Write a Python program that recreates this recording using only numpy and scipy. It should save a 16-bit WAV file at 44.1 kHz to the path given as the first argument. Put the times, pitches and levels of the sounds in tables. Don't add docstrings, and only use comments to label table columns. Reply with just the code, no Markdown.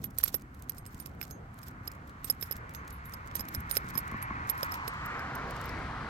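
import sys
import numpy as np
from scipy import signal
from scipy.io import wavfile
from scipy.ndimage import uniform_filter1d, map_coordinates

SR = 44100
rng = np.random.default_rng(int(sys.argv[2]) if len(sys.argv) > 2 else 0)


def wav_out(sig):
    wavfile.write(sys.argv[1], SR, np.round(np.clip(np.atleast_2d(sig).T, -1, 1) * 32767).astype(np.int16))


N = 268565
TIME = np.arange(N) / SR

# time in seconds, level in dB.
RUMBLE_LEVEL = [(0, -48.5), (2.1, -50), (4.1, -45.5), (4.6, -47), (6.09, -42)]
# centre in Hz, width in Hz, relative level in dB.
RUMBLE_MODES = [(39.7, 39, -7), (66.7, 29.4, 1), (113.1, 43, -1), (160, 81, -4.5), (252, 85.6, -6.5)]
# centre in Hz, width in Hz, relative level in dB.
ROAR_MODES = [(1078, 327, -2), (1376, 423, 0), (2090, 980, -0.5)]
# time in seconds, lead of the left port in ms, echo delay at the right port in ms.
BEARING = [(0, 0.26, 0.13), (4.5, 0.32, 0.16), (5.1, 0.087, 0.15), (5.6, 0.026, .19), (6.09, 0.012, 0.21)]
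# pitch in Hz, relative level in dB, time to fall 60 dB in seconds.
KNOCK_MODES = [(76.7, -6, 0.13), (215.7, 0, 0.039), (1090, -10, 0.033)]
# start in seconds, level in dB, hardness as dB of tilt from mode to mode.
KNOCKS = [(0.416, -43, -2), (.937, -37.5, -4), (2.545, -40, -5), (3.392, -32, 1), (3.561, -43.5, -20.5),
          (3.839, -36.5, 4), (3.952, -30, 8), (4.118, -32, 10), (4.14, -28.5, 7), (4.305, -30, 11)]
# start in seconds, level in dB, centre in Hz.
TICKS = [(0.1075, -44, 9000), (.217, -62, 8000), (.225, -61, 9970), (0.2706, -46, 9000), (0.304, -55, 7000),
         (.4, -54, 7000), (0.421, -44.5, 8900), (0.547, -49, 7900), (.624, -43, 8200), (.72, -43, 7000),
         (.7698, -49, 7600), (0.9455, -40.5, 8100), (.9909, -48, 5400), (1.07, -43, 12600),
         (1.2519, -42.5, 6300), (1.5894, -42.5, 9500), (1.675, -51, 7000), (1.917, -39.5, 7800),
         (2.095, -49, 6300), (2.286, -53.5, 9000), (2.402, -48, 9000), (2.325, -53, 11000),
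         (2.479, -60, 6000), (2.489, -59, 6000), (2.5606, -52, 7200), (2.5668, -38.5, 10740),
         (2.8783, -43.5, 5700), (2.9071, -39, 8250), (3.0568, -46.5, 8000), (3.0957, -44, 9000),
         (3.124, -42.5, 6900), (3.2747, -41.5, 6800), (3.453, -45, 7200), (3.741, -36, 7600),
         (3.845, -47, 10000), (3.8684, -46.5, 5160), (3.8881, -36.5, 6760), (3.894, -45, 7050),
         (4.0786, -41, 9100), (4.115, -42, 10400), (4.6089, -43, 6860), (4.6472, -37, 11800),
         (4.939, -50, 9000), (5.509, -37.5, 8000), (5.565, -41, 4670), (5.614, -38, 10400),
         (5.79, -55, 8900)]
FITTING_MODES = {"tag": [(6476, 0, .17), (11360, -2, .12), (12420, -3, .07), (15390, -16, .1)],
                 "swivel": [(9045, 0, .2), (15040, -16, .15)], "slider": [(8420, 0, .06), (8820, -3, .09)],
                 "buckle": [(3750, -14, .06), (10190, -7, .25), (11680, 0, .12), (12320, -9, .06),
                 (14860, -12, .15)]}
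# start in seconds, fitting, level in dB, free ringing in seconds.
CHIMES = [(0.041, "swivel", -43, 0.015), (.186, "swivel", -42, 0.019), (0.185, "slider", -25.5, 0.0033),
          (.248, "swivel", -42, 0.027), (.344, "swivel", -40, 0.018), (.35, "tag", -61, .095),
          (.696, "slider", -59, .023), (0.781, "slider", -45, .045), (.782, "tag", -67, .047),
          (.864, "slider", -43.5, .024), (1.001, "swivel", -41.5, .025), (1.311, "tag", -45.5, 0.087),
          (1.631, "slider", -50.5, .025), (2.243, "slider", -33, .027), (2.303, "slider", -46, .049),
          (2.413, "buckle", -38, .15), (2.428, "swivel", -54, 0.021), (2.75, "tag", -48, 0.073),
          (2.925, "buckle", -45.5, .071), (3.055, "buckle", -45, .09), (3.355, "swivel", -41, .051),
          (3.355, "tag", -47, .035), (3.55, "swivel", -49, 0.066), (3.712, "swivel", -29.5, .068),
          (3.769, "swivel", -29, 0.012), (4.58, "swivel", -53, .071), (4.881, "slider", -44, 0.047)]
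# start in seconds, level in dB, pitch in Hz.
BUMPS = [(0.043, -38.5, 503), (0.202, -34, 1400), (0.2349, -24, 1580), (.2613, -29.5, 1300),
         (.292, -31.5, 1800), (.343, -32.5, 517), (.349, -30, 343), (1.2145, -25.5, 2180),
         (1.227, -32.5, 1490), (2.3006, -36, 700), (2.4259, -27.5, 1500), (2.5106, -31.5, 495),
         (3.3135, -36.5, 596), (3.7687, -28, 508), (3.9545, -32, 910), (4.6308, -24, 550),
         (4.8794, -28, 450)]
# ratio to the ring pitch, relative level in dB, 60 dB decay in seconds.
RING_MODES = [(1.0, 0, .05), (1.018, -8, .04), (1.031, -13, .03), (1.221, -24, .03), (.72, -22, .012),
              (.81, -22, .01)]
# start in seconds, crack level in dB, ring level in dB, ring pitch in Hz,
# free ringing in seconds, level of the lowest mode in dB.
CLINKS = [(.041, -27.5, -23.5, 11900, .018, -58), (0.058, -42, -37, 12050, .007, -70),
          (0.1845, -23.5, -17.5, 12000, 0.0063, -41), (0.2335, -23, -26, 12200, .004, -33),
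          (0.2378, -20, -10, 11640, 0.0084, -27.5), (.2476, -57, -35.5, 11630, .003, -62),
          (.2613, -54, -34.5, 11600, .009, -50), (0.278, -30, -27, 11920, .0048, -35),
          (0.29, -39, -42, 12300, 0.0045, -55), (.343, -23, -15, 11960, 0.0073, -28.5),
          (0.35, -47, -22, 11700, 0.012, -45), (.359, -56, -27, 12300, 0.011, -59),
          (0.6952, -28, -19.5, 11850, 0.0056, -44), (.782, -37, -39.5, 11750, 0.028, -45),
          (0.8636, -34.5, -43, 11440, 0.024, -49), (1, -38, -29, 11850, .008, -46),
          (1.0604, -31.5, -31.5, 11560, .005, -43), (1.2134, -31.5, -27.5, 12050, .006, -36.5),
          (1.2285, -42, -32, 11970, 0.0097, -36.5), (1.3098, -32, -34.5, 12000, .0065, -44.5),
          (1.6308, -40, -43, 11800, .01, -47.5), (1.683, -37.5, -40, 12000, 0.0038, -45.5),
          (1.8768, -32, -25, 11720, 0.0061, -28), (2.2446, -27.5, -23.5, 11960, 0.042, -44),
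          (2.2996, -26.5, -10, 11600, 0.014, -16.5), (2.411, -41, -30, 11680, .015, -42),
          (2.4264, -25.5, -23.5, 12100, 0.009, -29), (2.438, -44, -35.5, 11690, .019, -45),
          (2.471, -58, -48, 11670, .008, -53), (2.5121, -53, -21.5, 11700, 0.018, -32),
          (2.5234, -33, -26.5, 11730, 0.006, -32), (2.7486, -32, -36, 11950, .013, -43),
          (3.1375, -33.5, -32, 11850, 0.0084, -36.5), (3.3536, -21.5, -20.5, 11940, .019, -37),
          (3.3949, -31, -25.5, 11500, .017, -31.5), (3.4072, -30, -29, 11950, 0.013, -33.5),
          (3.4861, -32, -28.5, 11840, 0.003, -46), (3.5427, -50, -30, 12900, 0.0054, -41),
          (3.5483, -23.5, -25.5, 11670, 0.013, -30), (3.6042, -39.5, -38, 12000, 0.0043, -53),
          (3.712, -22, -20.5, 11890, .019, -35), (3.7533, -27, -35.5, 12400, .009, -39),
          (3.761, -33, -29.5, 11800, 0.0083, -39), (3.7689, -17, -13, 11670, 0.0084, -22),
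          (3.9541, -38.5, -35, 11600, .022, -33.5), (3.976, -28, -14.5, 11850, .016, -31),
          (3.9887, -33.5, -25, 11900, .0054, -37), (4.2261, -31, -29.5, 11320, .039, -59),
          (4.4978, -23.5, -15, 11780, 0.019, -35), (4.579, -39.5, -42, 11600, .009, -47),
          (4.6308, -22, -23, 11700, 0.0058, -26), (4.7207, -34, -30, 11960, 0.0054, -36),
          (4.7422, -28, -30.5, 12160, .007, -39), (4.8791, -22.5, -24, 11550, 0.0068, -32),
          (5.0597, -37, -36, 12000, 0.0044, -50), (5.1933, -44, -46, 11770, 0.0042, -42),
          (5.693, -41, -46, 11700, 0.0044, -39.5), (5.353, -36.5, -32.5, 12000, 0.0049, -51),
          (5.657, -41, -39, 12100, 0.0053, -50)]

AIR_DB = -76.5
SPEED_M_S, PASSES_S, KERB_M = 6.27, 5.27, 7.62
GROUND_LOSS_DB_PER_M = 0.3545
ROAR_DB, HISS_DB, LOW_DB = -37, -52.5, -47.5
HISS_FADE, LOW_FADE = 0.94, 0.17
LOW_SHADE_DB_PER_MS, HISS_SHADE_DB_PER_MS = -36, -14.5
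ROAR_EDGE_HZ = 2235
CAR_PAN_DB = -2
ECHO_SHARE = .7
RUSTLE_DB, RUSTLE_S = -54, 0.064
RUB_RING_DB = -3.5
TICK_PAN_DB, TICK_PAN_SPREAD_DB = -15, 4.5
FAINT_DB, FAINT_NEAR_S = -55.5, 0.043
LEAD_S = .008
DAMPED_T60_S = .012
LINGER_DB, LINGER_T60_S = -37, 0.16
THUD_DB = -6
THUD_HZ, THUD_SPREAD, THUD_CYCLES = 469, 0.15, 10.4
RING_LOWEST, RING_LOWEST_T60_S = 0.442, 0.031
FAR_TREBLE_DB, FAR_LOW_DB, FAR_SPLIT_HZ = -13.5, -16.5, 1401
SCATTER_DB = -31.5
RING_LAG_MS, LAG_SWAY_MS = .49, .02
PORT_NOTCH_HZ, PORT_NOTCH_WIDTH_HZ, PORT_NOTCH_DEPTH = 10400, 1450, 0.49
TOP_HZ = 16600


def undb(db):
    return 10 ** (np.asarray(db) / 20)


def unit(x):
    return x / np.sqrt(np.mean(x ** 2))


def smooth_twice(x, first, second):
    return uniform_filter1d(uniform_filter1d(x, first), second)


def band(x, hz, width_hz):
    return signal.lfilter(*signal.iirpeak(min(hz, .45 * SR), hz / width_hz, fs=SR), x)


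def walk(rate):
    k = int(SR / rate)
    steps = np.repeat(rng.standard_normal(N // k + 1), k)
    return 2.05 * smooth_twice(steps, k, k)[:N]


def add(out, s, sound):
    i = int(s * SR)
    out[..., i:i + sound.shape[-1]] += sound[..., :N - i]


def delay(x, ms):
    return map_coordinates(x, [np.arange(N) - ms * SR / 1000], order=3)


def sing(hz, db, t60, free, phase=0.):
    t = TIME[:5200]
    touched = np.maximum(t - free, 0)
    fall = undb(-60 * t / t60) * undb(-60 * touched / DAMPED_T60_S)
    fall += undb(LINGER_DB - 60 * t / LINGER_T60_S)
    brush_db = 2.1 * unit(smooth_twice(rng.standard_normal(len(t)), 120, 60))
    onset = np.minimum(t / 0.00066, 1)
    return undb(db + brush_db) * fall * np.sin(2 * np.pi * hz * t + phase) * onset


def burst(hz, width_hz, decay_s):
    t = TIME[:2000]
    noise = unit(band(rng.standard_normal(len(t)), hz, width_hz))
    return noise * (np.exp(-t / decay_s) + undb(-25) * np.exp(-t / .005))


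def chatter(hz, width_hz, decay_s, count):
    out = np.zeros(3600)
    add(out, LEAD_S, burst(hz, width_hz, decay_s))
    for early, gap, size, colour in rng.random((count, 4)):
        shift_s = -LEAD_S * gap if early < .45 else 0.019 * gap
        db = -5 - 12 * size - 800 * abs(shift_s)
        contact = burst(hz * (.6 + colour), .6 * width_hz, 1.5 * decay_s)
        add(out, LEAD_S + shift_s, undb(db) * contact)
    return out


def thud(out, s, db, hz):
    add(out, s - .001, sing(hz, db, THUD_CYCLES / hz, 1))
    add(out, s - .0005, undb(db - 3.5) * burst(1200, 1000, 0.0016))


def air():
    return undb(AIR_DB) * unit(band(rng.standard_normal((2, N)), 5000, 11000))


def resonant(modes, flicker_db):
    gains = [undb(db + flicker_db * walk(9)) for hz, width, db in modes]

    def make():
        total = np.zeros(N)
        for gain, (hz, width, db) in zip(gains, modes):
            once = band(rng.standard_normal(N), hz, 1.54 * width)
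            total += gain * unit(band(once, hz, 1.54 * width))
        return unit(total)
    return make


def wide(make, likeness, lead_ms):
    direct = make()
    late = delay(direct, lead_ms)
    scattered = np.array([make(), make()])
    likeness = np.clip(likeness, 0, 1)
    return np.sqrt(likeness) * np.array([direct, late]) + np.sqrt(1 - likeness) * scattered


def road():
    metres = np.hypot(SPEED_M_S * (TIME - PASSES_S), KERB_M)
    loss_db = 20 * np.log10(metres / KERB_M) + GROUND_LOSS_DB_PER_M * (metres - KERB_M)
    s, *columns = np.transpose(BEARING)
    lead_ms, echo_ms = (np.interp(TIME, s, c) for c in columns)
    near = np.clip(0.9 - loss_db / 20, 0, 1)

    roar = undb(ROAR_DB - loss_db) * wide(resonant(ROAR_MODES, 1.13), .5 + 0.45 * near, lead_ms)
    roar = signal.sosfilt(signal.butter(6, ROAR_EDGE_HZ, fs=SR, output="sos"), roar)

    low_noise = resonant([(479, 260, 0.053), (739, 160, 0.83)], 2.2)
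    low_db = LOW_DB - LOW_FADE * loss_db + LOW_SHADE_DB_PER_MS * lead_ms
    low = undb(low_db) * wide(low_noise, 0.27 + 0.66 * near, lead_ms)

    hiss_noise = resonant([(2960, 660, 4.5), (4030, 1200, 1), (6000, 3400, -5)], 0.54)
    hiss_db = HISS_DB - HISS_FADE * loss_db + HISS_SHADE_DB_PER_MS * lead_ms
    hiss = undb(hiss_db) * wide(hiss_noise, 0.31, lead_ms)

    rumble = wide(resonant(RUMBLE_MODES[:3], 0.66), 1.0, 0)
    rumble += undb(-4.5) * wide(resonant(RUMBLE_MODES[3:], 2.0), .93, 0.18 * lead_ms)

    car = (roar + low + hiss) * undb(np.array([[CAR_PAN_DB], [-CAR_PAN_DB]]) / 2)
    car[1] = (car[1] + ECHO_SHARE * delay(car[1], echo_ms)) * undb(-3.5)
    car[1] += 2.5 * lead_ms * band(car[1], 2930, 900)
    return car + undb(np.interp(TIME, *np.transpose(RUMBLE_LEVEL))) * rumble


def knocks():
    out = np.zeros(N)
    for s, db, tilt_db in KNOCKS:
        for step, (hz, mode_db, t60) in zip((-1, 0, 1), KNOCK_MODES):
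            add(out, s + 1 / hz, sing(hz, db + mode_db + step * tilt_db, t60, 1))
    return out


def rustle():
    swing = np.zeros(N)
    for s, db, *_ in CLINKS + TICKS:
        swing[int(s * SR)] = undb(db / 2)
    k = int(RUSTLE_S * SR)
    swing = k * smooth_twice(swing, k, k)
    grain = undb(4.3 * walk(120) + 2.8 * walk(25.06))
    noise = rng.standard_normal((2, N))
    rub = unit(band(noise, 5500, 9000)) + undb(RUB_RING_DB) * unit(band(noise, 12000, 1500))
    return undb([[RUSTLE_DB - 6.5], [RUSTLE_DB]]) * swing * grain * rub


def ticks():
    out = np.zeros((2, N))
    for s, db, hz in TICKS:
        pan_db = TICK_PAN_DB + TICK_PAN_SPREAD_DB * rng.standard_normal()
        add(out, s - LEAD_S, undb([[db + pan_db], [db]]) * chatter(hz, hz, .0013, count=3))
    contacts = [row[0] for row in CLINKS + TICKS]
    for which, shift, size, colour, side in rng.random((130, 5)):
        s = abs(contacts[int(which * len(contacts))] + FAINT_NEAR_S * 2 * (2 * shift - 1))
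        db = FAINT_DB - 4.6 * np.log(size + 1e-3)
        add(out, s, undb([[db - 16 * side], [db]]) * burst(4500 + 7000 * colour, 8000, 0.00027))
    return out


def chimes(out, chest):
    for s, name, db, free in CHIMES:
        chime = sum(sing(hz, db + mode_db, t60, free) for hz, mode_db, t60 in FITTING_MODES[name])
        add(chest if name == "buckle" else out, s, chime)


def clinks(out):
    for s, crack_db, ring_db, hz, free, lowest_db in CLINKS:
        chance = rng.standard_normal((len(RING_MODES), 2))
        ring = 0
        for (ratio, db, t60), (u, v) in zip(RING_MODES, chance):
            vary_db = 1.06 * u * (ratio != 1)
            ring = ring + undb(ring_db) * sing(hz * ratio, db + vary_db, t60, free, 3 * v)
        lowest_hz = hz * RING_LOWEST
        ring += sing(lowest_hz, lowest_db, RING_LOWEST_T60_S, free)
        partner_hz = (1 + .05 * chance[0, 0]) * lowest_hz
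        ring += sing(partner_hz, lowest_db - 9, RING_LOWEST_T60_S / 2, free)
        hook_hz = (0.99 + 0.029 * chance[0, 1]) * lowest_hz
        ring += sing(hook_hz, lowest_db - 13.5, RING_LOWEST_T60_S / 3, free)
        add(out, s, ring)
        add(out, s - LEAD_S, undb(crack_db) * chatter(7000, 14000, .0007, count=5))
        thud_hz = THUD_HZ * (1 + THUD_SPREAD * chance[0, 0])
        thud(out, s, (crack_db + lowest_db) / 2 + THUD_DB, thud_hz)


def fittings():
    out, chest = np.zeros(N), np.zeros(N)
    clinks(out)
    for s, db, hz in BUMPS:
        thud(out, s, db, hz)
    chimes(out, chest)
    low = signal.lfilter(*signal.butter(1, FAR_SPLIT_HZ, fs=SR), out)
    far = undb(FAR_LOW_DB) * low + undb(FAR_TREBLE_DB) * (out - low)
    far = delay(far, RING_LAG_MS + LAG_SWAY_MS * walk(5.7))
    paths = rng.standard_normal(400) * np.exp(-TIME[:400] / 0.0018)
    far += undb(SCATTER_DB) * signal.fftconvolve(out, paths / np.linalg.norm(paths))[:N]
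    return np.array([far + undb(-9) * chest, out + chest])


def scene():
    return air() + road() + knocks() + rustle() + ticks() + fittings()


def record(dry):
    ported = dry - np.clip(PORT_NOTCH_DEPTH, 0, 1) * band(dry, PORT_NOTCH_HZ, PORT_NOTCH_WIDTH_HZ)
    return signal.sosfilt(signal.ellip(10, .2, 70, TOP_HZ, fs=SR, output="sos"), ported)


dry = scene()
out = record(dry)
wav_out(out)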